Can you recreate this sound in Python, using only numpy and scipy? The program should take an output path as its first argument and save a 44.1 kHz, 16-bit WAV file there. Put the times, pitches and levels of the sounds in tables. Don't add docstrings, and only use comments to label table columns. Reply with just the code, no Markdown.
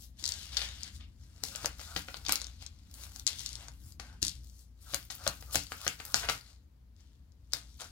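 import sys
import numpy as np
from scipy import signal
from scipy.fft import rfft, irfft
from scipy.io import wavfile
from scipy.ndimage import uniform_filter1d

SR = 44100
rng = np.random.default_rng(int(sys.argv[2]) if len(sys.argv) > 2 else 0)


def pcm_store(signal):
    levels = np.round(np.clip(np.atleast_2d(signal), -1, 1) * 32767)
    wavfile.write(sys.argv[1], SR, levels.astype(np.int16).T)


N = 348814


def gain_of(db):
    return 10 ** (np.asarray(db) / 20)


def unit_rms(x):
    return x / np.sqrt(np.mean(x ** 2) + 1e-20)


def curve_at(points, hz):
    f, value = np.transpose(points)
    return np.interp(np.log(hz + 1), np.log(f + 1), value)


def resonances(hz, peaks):
    return unit_rms(np.sqrt(sum(gain_of(2 * db) / (1 + (2 * (hz - f) / w) ** 4) for f, w, db in peaks)))


# centre_hz, width_hz, level_db
HUM_BANDS = [(46.5, 46, -7), (58.5, 2.5, 0.5), (75, 20, -4), (88, 8.3, -9.5), (120.9, 12, -11.5),
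             (171, 120, -13.5), (264, 90, -19)]
# time_s, level_db
HUM_LEVELS = [(0.0, -51.5), (0.7, -51), (0.99, -48.5), (1.21, -52.5), (1.98, -49.5), (2.36, -52.5),
              (4.36, -49), (4.67, -58.5), (5.24, -51), (5.51, -50), (5.93, -59.5), (6.25, -45.5),
              (6.43, -57.5), (7.91, -54.5)]

def hum():
    hz = np.fft.rfftfreq(N, 1 / SR)
    power = sum(gain_of(2 * db) / w / (1 + (2 * (hz - f) / w) ** 4) for f, w, db in HUM_BANDS)
    colour = np.sqrt(power) * np.minimum(hz / 42, 1) ** 3
    left, unrelated = rfft(rng.standard_normal((2, N)))
    apart = np.clip(hz / 450, 0, 1)
    right = np.sqrt(1 - apart ** 2) * left + apart * unrelated
    drone = unit_rms(irfft(colour * np.array([left, right]), N))
    level_db = np.interp(np.arange(N) / SR, *np.transpose(HUM_LEVELS))
    return drone * gain_of(level_db) * gain_of([[1.5], [-2]])


# frequency_hz, density_db
HISS_SPECTRUM = [(180, -30.5), (300, -6.5), (321, -20), (373, -12), (406, -10), (1290, -19), (8580, -30.5),
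                 (15200, -27), (16500, -32)]

def hiss(level_db=-76):
    hz = np.fft.rfftfreq(N, 1 / SR)
    colour = gain_of(curve_at(HISS_SPECTRUM, hz) + PORT_SIDES * curve_at(PORT_BALANCE, hz))
    return gain_of(level_db) * unit_rms(irfft(colour * rfft(rng.standard_normal((2, N))), N))


# centre_hz, width_hz, level_db
CARD_BODY = [(900, 900, -6), (1800, 900, 0), (3300, 1200, 3)]
PACKET_BODY = [(285, 121, -7), (518, 140, -3), (773, 230, 0), (1080, 200, -3), (1380, 330, 1.5),
               (2300, 2000, -1.5)]
# start_s, end_s
SINGLE_CARD_SPANS = [(0, 1.3), (3.25, 3.58), (4.2, 4.4), (6.9, 7.5)]

def body_at(time_s):
    return CARD_BODY if any(start <= time_s < end for start, end in SINGLE_CARD_SPANS) else PACKET_BODY


# centre_hz, width_hz, level_db
AIR_SNAP = [(11000, 8300, 0.87), (12800, 11000, -2.9)]

def card_colour(hz, pitch_hz, body, body_db, snap_db, spread):
    edge = unit_rms(np.exp(-.5 * (np.log((hz + 1) / pitch_hz) / spread) ** 2))
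    low = gain_of(body_db) * resonances(hz, body)
    high = gain_of(snap_db) * resonances(hz, AIR_SNAP)
    return np.sqrt(edge ** 2 + low ** 2 + high ** 2)


# crest_s, level_db, rise_s, fade_s, body_db, fine_hiss_db, pitch_hz
SLIDES = [(.045, -59, .2, .06, -25, 2, 5700), (.192, -53, .015, .3, -9, -22, 5400),
          (.284, -46, .08, .32, -6, -14, 4800), (.43, -52, .15, .12, -6, -16, 4500),
          (.529, -46.5, .012, .055, -4, -15, 4060), (.578, -44, .02, .24, -2, -18, 4200),
          (.65, -45, .2, .045, -3, -15, 3600), (.878, -51, .22, .05, -6, -32, 4300),
          (.958, -55.5, .08, .05, -13, -40, 5500), (1.005, -60, .012, .08, 0, -30, 3200),
          (1.235, -68, .08, .1, -12, -25, 5500), (1.4, -75, .5, .05, -14, -18, 6500),
          (1.442, -47, .015, .28, -16, -12, 5400), (1.658, -49.5, .3, .12, -3.5, -12, 5030),
          (1.806, -51.5, .05, .45, -8, -8, 5100), (1.969, -42.5, .02, .078, -9, -6, 4830),
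          (2.086, -58, .04, .45, -5, -3, 4600), (2.302, -40.5, .045, .16, -9, -40, 4430),
          (2.5, -66, .1, .9, -8, -30, 4300), (2.624, -52.5, .035, .07, -10, -17, 4480),
          (2.945, -62, .02, .15, -15, 3, 5500), (3.023, -55, .12, .16, -4.5, 0, 5100),
          (3.161, -57, .07, .125, -11, -2, 5650), (3.276, -40.5, .01, .11, -6, -40, 4550),
          (3.401, -47, .1, .09, -19, -9, 4800), (3.471, -50, .2, .22, -9, -30, 5000),
          (3.63, -57, .2, .12, -1, -16, 4700), (3.89, -64, .2, .08, -8, 4, 5800),
          (4.003, -57.5, .01, .22, 0, -22, 4950), (4.226, -40.5, .008, .124, -14, -26, 5100),
          (4.47, -66, .08, .22, -20, -9, 6200), (4.611, -62, .22, .07, -20, -20, 6900),
          (4.823, -61.5, .025, .2, -14, -16, 8240), (4.947, -47.5, .1, .12, -11, -1, 4560),
          (5.108, -45, .008, .083, -10, -14, 5740), (5.275, -47.5, .11, .127, -4, -6, 5150),
          (5.45, -64, .3, .4, -8, 3, 5600), (5.531, -47, .012, .05, -16, 9, 5840),
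          (5.56, -35.5, .04, .098, -18, -29, 5080), (5.719, -49.5, .03, .073, -8, -3, 5540),
          (5.877, -47, .157, .115, -8, -3, 4500), (5.996, -55, .025, .2, -4, -12, 4800),
          (6.12, -60, .2, .03, -8, 8, 5500), (6.235, -55, .02, .07, 14, -5, 4900),
          (6.158, -36.5, .02, .134, -7.5, -9, 4750), (6.297, -38.5, .015, .09, -7, -7, 4830),
          (6.49, -62, .25, .12, -8, -24, 4740), (6.99, -72, .04, .3, -5, -15, 4520),
          (7.543, -44, .022, .095, -9, -25, 4770), (7.7, -67, .3, .8, -14, -28, 5200),
          (7.8, -49, .012, .12, -5, -14, 5000)]

def sliding_faces(catches_per_s=110):
    catches = gain_of(4 * np.minimum(rng.exponential(1, N), 3.5)) * (rng.random(N) < catches_per_s / SR)
    left, unrelated = rng.standard_normal((2, N))
    faces = np.array([left, .75 * left + .66 * unrelated])
    rub = unit_rms(faces * (1 + .45 * unit_rms(uniform_filter1d(catches, 40))))
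    hz, t, spectra = signal.stft(rub, SR, nperseg=256, noverlap=192)
    power = 0
    for crest_s, db, rise_s, fade_s, body_db, fine_db, pitch_hz in SLIDES:
        grip = gain_of(db - 20 * np.maximum((crest_s - t) / rise_s, (t - crest_s) / fade_s))
        colour = card_colour(hz, pitch_hz, body_at(crest_s), body_db, fine_db, spread=.55)
        power = power + np.outer(colour, grip) ** 2
    flicker = uniform_filter1d(rng.standard_normal(spectra.shape[1:]), 5, axis=0)
    flicker_db = 1.5 * unit_rms(uniform_filter1d(flicker, 20, axis=1))
    spectra = spectra * np.sqrt(power) * gain_of(flicker_db)
    return signal.istft(spectra, SR, nperseg=256, noverlap=192)[1][:, :N]


# start_s, level_db
DESK_BLOWS = [(0.226, -43), (1.43, -42.5), (1.64, -33.5), (1.963, -29), (2.285, -34), (4.226, -28),
              (4.933, -36.5), (5.275, -31), (5.554, -26.5), (5.868, -34), (6.142, -33), (6.29, -32),
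              (7.534, -42)]
# pitch_hz, level_db, t60_s
DESK_MODES = [(80, -7, .12), (125, -7, .12), (176, -6.5, .09), (288, -2.5, .045)]

def desk_thuds(attack_s=.0013):
    blows, t = np.zeros(N), np.arange(8000) / SR
    for start_s, db in DESK_BLOWS:
        blows[round(start_s * SR)] = gain_of(db)
    ring = sum(gain_of(db - 60 * t / t60) * np.sin(2 * np.pi * hz * t) for hz, db, t60 in DESK_MODES)
    return signal.oaconvolve(blows, ring * (1 - np.exp(-t / attack_s)) / abs(ring).max())[:N]


def minimum_phase(magnitude):
    log = np.log(np.r_[magnitude, magnitude[-2:0:-1]] + 1e-4)
    return np.fft.ifft(np.exp(np.conj(signal.hilbert(log)))).real[:len(magnitude)]


def unrolling_taps(landing_ms):
    timing, shared, extra = rng.random((3, 26))
    unroll_ms, lateness = np.clip(landing_ms - 1, 0, 8), timing ** 1.5
    at = ((unroll_ms + 2.1) * SR / 1000 * lateness).astype(int)
    strength = min(.4 + .2 * unroll_ms, .9) * (1 - .5 * lateness)
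    taps = np.zeros((2, 500))
    for port, size in zip(taps, (2 * shared - 1, shared + extra - 1)):
        np.add.at(port, at, strength * size)
    taps[:, 0] -= 1
    return taps


# start_s, level_db, body_db, snap_db
EDGE_TICKS = [(.24, -16, -11, -28), (.2552, -16, -20, -24), (.2626, -19, -16, -25), (.2775, -18, -19, -17),
              (.2906, -16, -19.5, -14.5), (.321, -17.5, -22.5, -15), (.339, -26.5, -14, -20),
              (.8333, -23, -25, -29), (1.4372, -12.5, -9, -5), (1.975, -24, -8, -3),
              (2.2849, -15.5, -8, -18), (2.3227, -1, -15, 4.5), (2.357, -13, -11.5, -1),
              (2.4168, -21, -13, -26), (2.4442, -27, -17, -22), (2.4683, -28.5, -15, -25),
              (2.664, -25, -15, -27), (2.913, -36, -20, 0), (2.941, -31, -20, 0), (3.1613, -25, -9, -4.5),
              (3.197, -25.5, -14.5, -5.5), (3.2674, -8, -16, -34), (3.276, -9, -21.5, -34.5),
              (3.293, -24, -20, -3), (3.3934, -24.5, -17, -24), (3.4616, -19, -22.5, -21),
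              (3.4913, -27, -24, -23), (3.5308, -27, -23, -22), (3.5546, -24, -23, -23),
              (3.684, -29.5, -4.5, -32), (3.922, -38, -20, -5), (4.228, -10.5, -18, -21),
              (4.2501, -14.5, -17, -17), (4.268, -16.5, -20.5, -26), (4.2814, -15.5, -22, -23),
              (4.295, -23.5, -17, -21), (4.445, -39.5, -18, 3), (5.41, -34, -15, 5), (6.252, -30, -15, -8),
              (6.965, -52, -3, -25), (7.007, -49, -6, -15), (7.321, -54, -20, -20), (7.522, -38, -15, -15),
              (7.5347, -11, -12, -9), (7.808, -29, -2, -15), (7.819, -27, -2, -12)]
# start_s, level_db, body_db, snap_db, pitch_hz, landing_ms
FLAT_LANDINGS = [(.5695, -13, -11, -16, 4300, 7.5), (.617, -21, -6, -26, 3850, 5.3),
                 (1.795, -30, 4, -10, 4500, 3), (1.8122, -30, 2, -5, 5060, 3),
                 (1.9632, -16.5, 3, -14.5, 3900, 4.7), (2.085, -25.5, 8.5, -11.5, 3860, 4),
                 (2.1435, -24.5, 1, -15.5, 3730, 1.9), (2.1688, -31, -9.5, -8, 5060, 5.6),
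                 (2.251, -30, -10, -15, 4500, 3), (2.2643, -21, -12, -25, 4100, 3.4),
                 (2.294, -9, 8, -.5, 4880, 1.8), (2.3317, -19.5, -1, -14, 4010, 1.6),
                 (3.4039, -29, -6, -13, 5270, 4.3), (3.9978, -25.5, -.5, -13, 5200, 5.5),
                 (4.2188, -30, -12.5, -9, 6400, 5.3), (5.102, -28, -1, -24, 4750, 4.8),
                 (5.425, -34, 8.5, 1, 5060, 2.2), (5.7202, -21.5, 9, -6.5, 5000, 1.2),
                 (6.001, -29, 8, -15, 4500, 3), (6.052, -26, -12, 12, 7250, 4),
                 (6.1436, -3, -1, -16, 5300, 1.6), (6.2878, -14, 8, -15, 4560, 5.7),
                 (6.2982, -10.5, 6, -6.5, 4890, 3)]
# slap_s, level_db, body_db, snap_db, touch_lead_ms, touch_db, knock_db
PACKET_DROPS = [(1.5597, -20, -10.5, -6, 8.4, -29, -4), (1.6586, -10.5, -7, -10, 12, -21, 5),
                (4.945, -9.5, -8.5, -5, 7.6, -22.5, 3), (5.2767, -8.5, -11.5, -13, 10.6, -19, 4),
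                (5.5566, -2.5, -2, -7, 9.8, -22, -3), (5.879, -8, -2, -16, 12.8, -19.5, 4)]
# centre_hz, width_hz, level_db
KNOCK_BODY = [(640, 220, 0), (1400, 900, -7)]
TICK_HZ, TICK_MS = 5500, 1.2
SLAP_HZ, SLAP_MS = 6300, 1.3
TOUCH_SNAP_DB, TOUCH_HZ, TOUCH_MS = -25, 3400, 2.8

def card_impacts():
    ticks = [(*row, TICK_HZ, TICK_MS) for row in EDGE_TICKS]
    slaps = [(*row[:4], SLAP_HZ, SLAP_MS) for row in PACKET_DROPS]
    landings = [(*row, body_at(row[0])) for row in ticks + FLAT_LANDINGS + slaps]
    touches = [(slap_s - lead_ms / 1000, db, knock_db, TOUCH_SNAP_DB, TOUCH_HZ, TOUCH_MS, KNOCK_BODY)
               for slap_s, *_, lead_ms, db, knock_db in PACKET_DROPS]
    out, hz = np.zeros((2, N + 2000)), np.fft.rfftfreq(2048, 1 / SR)
    for start_s, db, body_db, snap_db, pitch_hz, landing_ms, body in landings + touches:
        ring = minimum_phase(card_colour(hz, pitch_hz, body, body_db, snap_db, spread=.36))
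        sound = signal.fftconvolve(unrolling_taps(landing_ms), ring[None], axes=1)
        out[:, round(start_s * SR):][:, :sound.shape[1]] += gain_of(db) * sound / abs(sound).max()
    return out[:, :N]


# start_s, length_s, level_db, upper_hz, width_hz
AIR_GAPS = [(1.51, .14, -59, 1350, 230), (1.86, .11, -56, 1350, 300), (4.01, .16, -66, 1540, 120),
            (4.85, .09, -62, 1400, 450), (5.18, .09, -57, 1350, 330), (5.47, .08, -59, 1250, 350),
            (5.79, .08, -57, 1300, 330), (6.05, .09, -59, 1300, 350), (7.793, .08, -57, 1400, 300)]

def hollow_gaps(lower_ratio=.54, lower_db=-9):
    size = 8192
    out, hz, t = np.zeros(N + size), np.fft.rfftfreq(size, 1 / SR), np.arange(size) / SR
    for start_s, length_s, db, upper_hz, width_hz in AIR_GAPS:
        colour = resonances(hz, [(upper_hz, width_hz, 0), (lower_ratio * upper_hz, width_hz, lower_db)])
        hollow = unit_rms(irfft(rfft(rng.standard_normal(size)) * colour))
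        arch = np.sin(np.pi * np.clip(t / length_s, 0, 1)) ** .5
        out[round(start_s * SR):][:size] += gain_of(db) * arch * hollow
    return out[:N]


# start_s, level_db
BEAD_CLINKS = [(4.9911, -49), (5.0519, -49), (5.1517, -38), (5.3517, -50), (5.4136, -52), (5.6391, -50),
               (5.768, -48), (6.0521, -40), (6.337, -48), (7.773, -59)]
# pitch_hz, level_db, t60_s
BEAD_MODES = [(14400, 0, .032), (14750, -4, .02), (10500, 3, .004)]

def bracelet():
    out, t = np.zeros(N + 4000), np.arange(4000) / SR
    for start_s, clink_db in BEAD_CLINKS:
        tuning = rng.uniform(.985, 1.015)
        for hz, db, t60 in BEAD_MODES:
            decay = gain_of(clink_db + db - 60 * t / t60)
            out[round(start_s * SR):][:len(t)] += decay * np.sin(2 * np.pi * hz * tuning * t)
    return out[:N]


# frequency_hz, t60_s
ROOM_DECAY = [(100, 0.37), (500, 0.13), (2000, .25), (6000, 0.073), (15000, .14)]

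def room(source, build_s=.006):
    size, out = SR // 2, 0
    build_up = np.minimum(np.arange(size) / SR / build_s, 1)
    for turn in range(3):
        echoes = np.zeros((2, size))
        at = np.arange(80, size - 20, 20) + rng.integers(0, 20, (2, (size - 81) // 20))
        np.put_along_axis(echoes, at, rng.choice([-1., 1.], at.shape), 1)
        hz, t, spectra = signal.stft(echoes * build_up, SR, nperseg=256)
        apart = np.clip(hz / 900, 0, 1)[:, None]
        spectra[1] = np.sqrt(1 - apart ** 2) * spectra[0] + apart * spectra[1]
        decay = gain_of(-60 * t / curve_at(ROOM_DECAY, hz)[:, None])
        tail = signal.istft(spectra * decay, SR, nperseg=256)[1]
        tail /= np.linalg.norm(tail[0])
        share = np.sqrt(2 / 3) * np.cos(np.pi * (7 * np.arange(N) / SR + turn / 3))
        out = out + signal.fftconvolve((source * share)[None], tail, axes=1)[:, :N]
    return out


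# frequency_hz, left_minus_right_db
PORT_BALANCE = [(60, 3), (700, 4), (1290, 0), (2380, 2), (4400, 14), (8120, 8), (15000, 1)]
# frequency_hz, left_lead_rad
PORT_LEAD = [(150, 0), (700, .6), (1400, .7), (2700, 2.1), (5500, 2), (15000, 1.5)]
PORT_SIDES = np.array([[.5], [-.5]])

def ports(sound, direct):
    hz = np.fft.rfftfreq(N, 1 / SR)
    shading = gain_of(PORT_SIDES * curve_at(PORT_BALANCE, hz))
    phase = PORT_SIDES * curve_at(PORT_LEAD, hz) if direct else 0
    return irfft(rfft(sound) * shading * np.exp(1j * phase), N)


def scene():
    near = card_impacts() + desk_thuds() + gain_of(.4) * sliding_faces() + hollow_gaps() + bracelet()
    reverberant = gain_of(-6) * room(near[0])
    return ports(near, direct=True) + ports(reverberant, direct=False) + hum() + hiss()


DIP_HZ, DIP_WIDTH_HZ, DIP_DB, CUTOFF_HZ = 8500, 450, -3, 15950

def record(dry):
    hz = np.fft.rfftfreq(N, 1 / SR)
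    dip = gain_of(DIP_DB * np.exp(-((hz - DIP_HZ) / DIP_WIDTH_HZ) ** 2))
    low_pass = signal.firwin(511, CUTOFF_HZ, window=("kaiser", 9), fs=SR)
    return signal.oaconvolve(irfft(rfft(dry) * dip, N), low_pass[None], "same")


dry = scene()
out = record(dry)
pcm_store(out)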